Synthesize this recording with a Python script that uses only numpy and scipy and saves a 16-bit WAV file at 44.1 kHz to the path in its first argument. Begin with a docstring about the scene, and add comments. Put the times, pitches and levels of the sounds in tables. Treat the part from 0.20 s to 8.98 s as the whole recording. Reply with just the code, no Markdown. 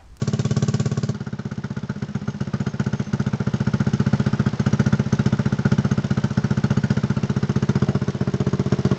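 """On a road, a standing single-cylinder scooter barks through an open exhaust, close to the microphone.
It runs on a little throttle for a second, drops, lopes with every other firing weak, then idles hard.
Each firing is a pressure pulse that thumps through the pipe, rings the steel can and blows a jet of gas.
Fan, belt and valves whir and clack behind it, and a bird calls faintly from the bushes.
Near the end the microphone nears the outlet, and there is one dull knock."""
import sys
import numpy as np
from scipy import signal
from scipy.fft import rfft, irfft, next_fast_len
from scipy.io import wavfile

SR = 44100
rng = np.random.default_rng(int(sys.argv[2]) if len(sys.argv) > 2 else 0)


def transcribe(signal):
    """Save signal, clipped to [-1, 1], as a 16-bit WAV file at the path in sys.argv[1]."""
    frames = np.atleast_2d(signal).T
    limited = np.clip(frames, -1, 1)
    pcm = np.round(limited * 32767).astype(np.int16)
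    wavfile.write(sys.argv[1], SR, pcm)


N = 387198

# pipe resonances at idle: (frequency [Hz], width [Hz], level [dB])
IDLE_MODES = [(141, 317.6, 38.9), (138.5, 59.7, 53.64), (209.2, 17.8, 56.74), (422, 119, 33.78),
              (574.5, 13.5, 24.2), (787, 394, 23), (875, 66, 26.7), (1190, 58, 14)]
# colour of the gas hiss, on throttle and at idle: (frequency [Hz], relative level [dB])
THROTTLE_HISS = [(1500, -19), (2300, -2), (3300, -4), (3900, -2.5), (4700, 0), (7300, 0.5), (8000, -15.5)]
IDLE_HISS = [(1200, -20.5), (2000, 6.5), (2500, -8), (2880, 7), (3400, -1), (5300, 0.5), (6700, 0.5),
             (7600, -13)]


def amp(db):
    """Decibels to gain."""
    return 10 ** (np.asarray(db) / 20)


def curves(rows):
    """Automation: one value per sample for each column after the time."""
    s, *cols = np.transpose(rows)
    return [np.interp(np.arange(N) / SR, s, c) for c in cols]


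def accents(times, rows):
    """One value per firing for each column after the time: a row marks its nearest firing, others get 0."""
    s, *cols = np.transpose(rows)
    nearest = np.abs(times[:, None] - s).argmin(axis=0)
    return [np.bincount(nearest, c, len(times)) for c in cols]


def filtered(x, response):
    """x through a complex frequency response."""
    m = next_fast_len(N + SR // 2)
    return irfft(rfft(x, m) * response(np.fft.rfftfreq(m, 1 / SR)), m)[:N]


def noise(spectrum):
    """Noise of rms 1 with the given colour."""
    hz, db = np.transpose(spectrum)
    colour = lambda f: amp(np.interp(np.log(f + 1), np.log(hz), db, left=-60))
    x = filtered(rng.standard_normal(N), colour)
    return x / np.std(x)


def resonances(f, modes):
    """Response of ringing modes; neighbours swing in opposite senses."""
    return sum((-1) ** k * amp(db) * 1j * f * width / (hz * hz - f * f + 1j * f * width)
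               for k, (hz, width, db) in enumerate(modes))


def delay(f, seconds):
    """Response of a pure delay."""
    return np.exp(-2j * np.pi * f * seconds)


def pulses(times, db):
    """One impulse at each time."""
    return np.bincount(np.clip(np.round(times * SR).astype(int), 0, N), amp(db), N + 1)[:N]


def bursts(times, db, rise, t60, shut=.1):
    """An envelope that swells to db after each time, dies away and is choked after shut seconds."""
    t = np.arange(SR // 6) / SR
    shape = (1 - np.exp(-(t / rise) ** 2)) * amp(-60 * t / t60) / (1 + (t / shut) ** 10)
    return signal.fftconvolve(pulses(times, db), shape / shape.max())[:N]


def bird(length=0.076, db=-51):
    """A bird in the bushes: faint, thin whistles, each on one pitch."""
    # calls: (time [s], pitch [Hz])
    calls = [(2.06, 6440), (2.455, 6460), (2.755, 6430), (2.83, 6240)]
    t = np.arange(N) / SR
    swell = lambda s: np.sin(np.pi * np.clip((t - s) / length, 0, 1))
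    return amp(db) * sum(swell(s) * np.sin(2 * np.pi * hz * t) for s, hz in calls)


def roadside(x, t60=0.27):
    """A stone wall and bushes scatter a short, dull tail."""
    t = np.arange(SR // 3) / SR
    tail = rng.standard_normal(len(t)) * amp(-60 * t / t60) * (t > .02)
    wet = signal.fftconvolve(x, tail / np.linalg.norm(tail))[:N]
    return filtered(wet, lambda f: 1 / (1 + 1j * f / 3000))


def knock(s=7.667, db=-36):
    """One dull, hollow knock."""
    body = noise([(300, -15), (700, 3), (1000, -16), (2000, -57)])
    return bursts(np.array([s]), [db], rise=0.0045, t60=0.36) * body


def machinery(times, throttle):
    """Fan and belt whir, the intake hisses on throttle, and the valves clack twice a cycle."""
    # fader for the whole layer: (time [s], gain [dB])
    fader = [(0.0, -47), (0.68, -47.5), (1.1, -53.5), (3.99, -44), (8.36, -46), (8.78, -42)]
    # colour of the whir: (frequency [Hz], relative level [dB])
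    whir_colour = [(20, 13), (400, 14), (1500, 6), (2450, 0.5), (2880, -1.5), (3500, -0.5), (4700, -3.5),
                   (5350, -0.5), (6000, -6.5), (7600, -16)]
    # valve clacks: (place in the engine cycle [0-1], relative level [dB])
    valves = [(0.349, 3.5), (.64, 0)]
    clacks = sum(bursts(times[:-1] + place * np.diff(times), db + rng.normal(0, 2.8, len(times) - 1),
                        rise=0.0019, t60=.035) for place, db in valves)
    whir = amp(4 - 2.6 * throttle) * noise(whir_colour)
    intake = amp(-6) * throttle * noise(THROTTLE_HISS)
    return amp(curves(fader)[0]) * (whir + intake + amp(-3) * clacks * noise(IDLE_HISS))


def lip_whistles(times, db, count=3):
    """At each puff the lip of the outlet whistles briefly on a few chance pitches."""
    t = np.arange(SR // 25) / SR
    shape = (1 - np.exp(-t / 0.0023)) * amp(-60 * t / 0.058)
    out = np.zeros(N + SR)
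    for s, level, (pitch, softness) in zip(times, db, rng.random((len(times), 2, count))):
        hz = 2700 + 4200 * pitch[:, None]
        out[round(s * SR):][:len(t)] += shape * (amp(level - 14 * softness) @ np.sin(2 * np.pi * hz * t))
    return out[:N]


def jet(times, db, throttle):
    """Every pulse blows turbulent gas: a sharp hiss at the mouth and a rasp until the valve shuts."""
    # gas flow against pulse strength: (time [s], rasp gain [dB], hiss gain [dB])
    flow = [(0, -22.5, -17), (.88, -22, -16), (1, -18.5, -23), (2.6, -17.5, -23.5), (3.4, -18, -23),
            (8.7, -18.5, -23)]
    # colour of the rasp: (frequency [Hz], relative level [dB])
    rasp_colour = [(150, 1), (420, 1.5), (700, -4.5), (890, -3), (1100, -12.5), (1400, 0.5), (1700, -8.5),
                   (2400, -15.5), (4000, -42)]
    # sharp burns that spit harder: (time [s], extra hiss [dB])
    spits = [(2.08, 1.5), (2.6, 4.5), (4.6, 6), (5.52, 1.5), (6.04, 4), (6.77, 3)]
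    rasp_db, hiss_db = curves(flow)
    rasp_scatter, spit_scatter = rng.standard_normal((len(times), 2)).T
    rasp = bursts(times - .003, db + rasp_scatter, rise=.003, t60=0.19, shut=0.031) * noise(rasp_colour)
    spit_db = db + accents(times, spits)[0] + 1.3 * spit_scatter
    puff = bursts(times - .0015, spit_db, rise=0.0019, t60=0.028)
    tail = bursts(times + .004, spit_db - 13, rise=0.0045, t60=0.15)
    hiss = (puff + tail) * (throttle * noise(THROTTLE_HISS) + (1 - throttle) * noise(IDLE_HISS))
    return amp(rasp_db) * rasp + amp(hiss_db) * (hiss + lip_whistles(times, spit_db + 1.5))


def steel_can(times, db, throttle, idle, close):
    """Each pressure front strikes the can with a little scatter in time and force: a hollow bark."""
    # ring of the can: (frequency [Hz], width [Hz], on throttle [dB], at idle [dB], by the outlet [dB])
    modes = [(774, 30, 22.5, 8.5, 0), (1004, 97, -4, 11, 26), (1119, 44, 28, 2.5, 31.5),
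             (1237, 55, 13, 27.5, 23.5), (1421, 52, 10, 33, 7.5), (1546, 110, 24, 24.5, 19.5)]
    # pressure fronts of a firing, from the valve cracking open to their returns: (delay [s], level [dB])
    fronts = [(-.0042, -3.5), (.0012, -5), (.009, -9)]
    scatter = rng.standard_normal((len(times), len(fronts), 2)).T
    strikes = sum(pulses(times + s + 0.00013 * late, db + level + 1.6 * force)
                  for (s, level), late, force in zip(fronts, *scatter))
    ring = np.zeros(N)
    for k, share in enumerate([throttle, idle, close]):
        voicing = [(hz, width, levels[k]) for hz, width, *levels in modes]
        ring += filtered(strikes * share, lambda f: resonances(f, voicing) / (1 + (f / 2400) ** 4))
    return ring


def pipe(f, modes, echoes, mouth_hz=80):
    """The pipe's resonances and reflections; its small mouth radiates little deep bass."""
    reflections = 1 + sum(gain * delay(f, s) for s, gain in echoes)
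    return resonances(f, modes) * reflections * (1j * f / (mouth_hz + 1j * f)) ** 2


def backflow(times, db):
    """After a feeble burn the piston sucks gas back up the pipe: a soft, late gulp."""
    feeble = times[db < -25]
    gulps = pulses(feeble + .017, np.full(len(feeble), -29.))
    return filtered(gulps, lambda f: -pipe(f, IDLE_MODES, []))


def exhaust(times, db, throttle, idle, close):
    """Each blowdown thumps through the pipe, which booms on after the valve shuts."""
    # pipe resonances on throttle, by the outlet, and valve shut: (frequency [Hz], width [Hz], level [dB])
    throttle_modes = [(88.4, 24, 48), (129, 32.3, 57.5), (155.2, 13.4, 55), (206.8, 8.8, 49),
                      (229, 57.8, 47), (308, 15, 28.5), (440, 100, 33.5), (618, 41, 36)]
    close_modes = [(126.2, 75, 54.7), (141.7, 120.8, 52.4), (186, 35, 46.16), (345, 86, 35.6),
                   (434.6, 12.7, 41.4), (568, 24, 27.5), (652, 394, 24.7), (1099, 44, 22)]
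    boom_modes = [(120.6, 10, 34), (148.4, 13, 41), (201.7, 20, 42.5)]
    # reflections in the pipe and off the road, negative from an open end: (delay [s], gain [ratio])
    throttle_echoes = [(0.00091, 0.5), (0.00262, 0.76), (0.00544, 0.84), (0.0137, -0.39)]
    idle_echoes = [(0.00169, 0.47), (0.0062, -0.55), (0.0171, 0.53), (0.0176, -0.35)]
    close_echoes = [(0.00058, 0.94), (0.00149, 0.62), (0.00386, -0.9), (0.0188, -0.53)]
    train = pulses(times, db)
    thump = filtered(train * throttle, lambda f: pipe(f, throttle_modes, throttle_echoes))
    thump += filtered(train * idle, lambda f: pipe(f, IDLE_MODES, idle_echoes))
    thump -= filtered(train * close, lambda f: pipe(f, close_modes, close_echoes))
    soft_boom = lambda f: resonances(f, boom_modes) * delay(f, 0.02722) / (1 + 1j * f / 400) ** 2
    return thump + filtered(train * (idle + 0.53 * close), soft_boom)


def firings(first_s=.0182, jitter_s=.0003, scatter_db=0.58):
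    """Time, thump level and bark level of each burn: an even beat, broken up by lope and misfires."""
    # engine speed: (time [s], speed [rpm])
    speed = [(0, 2066), (.41, 2068), (.84, 2049), (.93, 2156), (1.01, 1956), (1.45, 1898), (2.4, 1849),
             (2.9, 1770), (2.97, 1838), (3.18, 1738), (3.55, 1835), (4.42, 1791), (4.68, 1831),
             (5.02, 1798), (5.55, 1859), (5.81, 1848), (6.19, 1778), (6.31, 1814), (7.58, 1840),
             (8.7, 1893)]
    # strength of a normal burn: (time [s], level [dB])
    effort = [(0, -17), (.54, -14.5), (.73, -17), (.9, -16.7), (.94, -23.5), (1.25, -23), (1.7, -18.8),
              (2.4, -16), (3, -16), (3.88, -11.5), (4.1, -13.5), (4.65, -11), (5.28, -13), (5.48, -10.5),
              (5.8, -13.5), (6.62, -12), (7.02, -14.5), (7.63, -12.5), (7.9, -16), (8.55, -12.5)]
    # lope, every other burn slow and dull: (time [s], slow burn's thump [dB], swing of the bark [dB])
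    lope = [(.93, 0, 0), (1.03, 1.5, 2), (1.32, 1.5, 3), (1.63, -2, 1.7), (1.75, -7.5, 0.5),
            (2.15, -8.5, 1), (2.42, -1, 1), (2.65, -0.5, 0)]
    # misfires: (time [s], loss [dB], lateness [s])
    misfires = [(2.54, 5.5, .0055), (2.87, 11, 0.0027), (4.33, 7, 0.00087), (4.86, 6, 0.00051),
                (5.39, 3, 0), (5.84, 3.5, 0.00024), (6.11, 6, 0), (7.82, 2, 0.00087), (7.95, 3, 0.0016),
                (8.46, 3.5, 0.00088), (8.59, 4.5, 0.0017)]
    rpm, = curves(speed)
    cycles = np.cumsum(rpm) / (2 * 60 * SR)  # one firing every two turns
    beats = np.arange(cycles[round(first_s * SR)], cycles[-1] - .1)
    times = np.interp(beats, cycles, np.arange(N) / SR)
    effort_db, slow_db, swing_db = (c[(times * SR).astype(int)] for c in curves(effort) + curves(lope))
    loss_db, late = accents(times, misfires)
    rebound_db = 0.11 * np.roll(loss_db, 1)  # a misfire's unburnt fuel feeds the next burn
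    slow = np.arange(len(times)) % 2
    thump_db = effort_db + slow * slow_db - loss_db + rebound_db + rng.normal(0, scatter_db, len(times))
    bark_db = thump_db + swing_db * (1 - 2 * slow)
    return times + late + rng.normal(0, jitter_s, len(times)), thump_db, bark_db


def scene():
    """The engine and a knock, their faint answer from the roadside, and a bird."""
    # crossfade from throttle tone to idle as the throttle closes: (time [s], throttle [0-1])
    throttle_fade = [(.91, 1), (.945, 0.01)]
    # the microphone's move to the outlet: (time [s], closeness [0-1])
    approach = [(6.8, 0.18), (7.7, 0.73), (8.301, 1)]
    times, thump_db, bark_db = firings()
    throttle, close = curves(throttle_fade) + curves(approach)
    idle = (1 - throttle) * (1 - close)
    ring_db = thump_db + 1.5 * (bark_db - thump_db)  # the can swings wider with the lope than the jet
    engine = exhaust(times, thump_db, throttle, idle, close) + backflow(times, thump_db)
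    engine += steel_can(times, ring_db, throttle, idle, close)
    # a steep high-pass takes the deepest bass off the engine's thump
    engine = filtered(engine, lambda f: 1 - 1 / (1 + (f / 52) ** 10))
    direct = engine + jet(times, bark_db, throttle) + machinery(times, throttle) + knock()
    return (direct + amp(-17) * roadside(direct) + bird())[None]


def record(dry, top_hz=8000):
    """A steep low-pass takes off the top octave."""
    return filtered(dry[0], lambda f: 1 / np.sqrt(1 + (f / top_hz) ** 90))[None]


dry = scene()
out = record(dry)
transcribe(out)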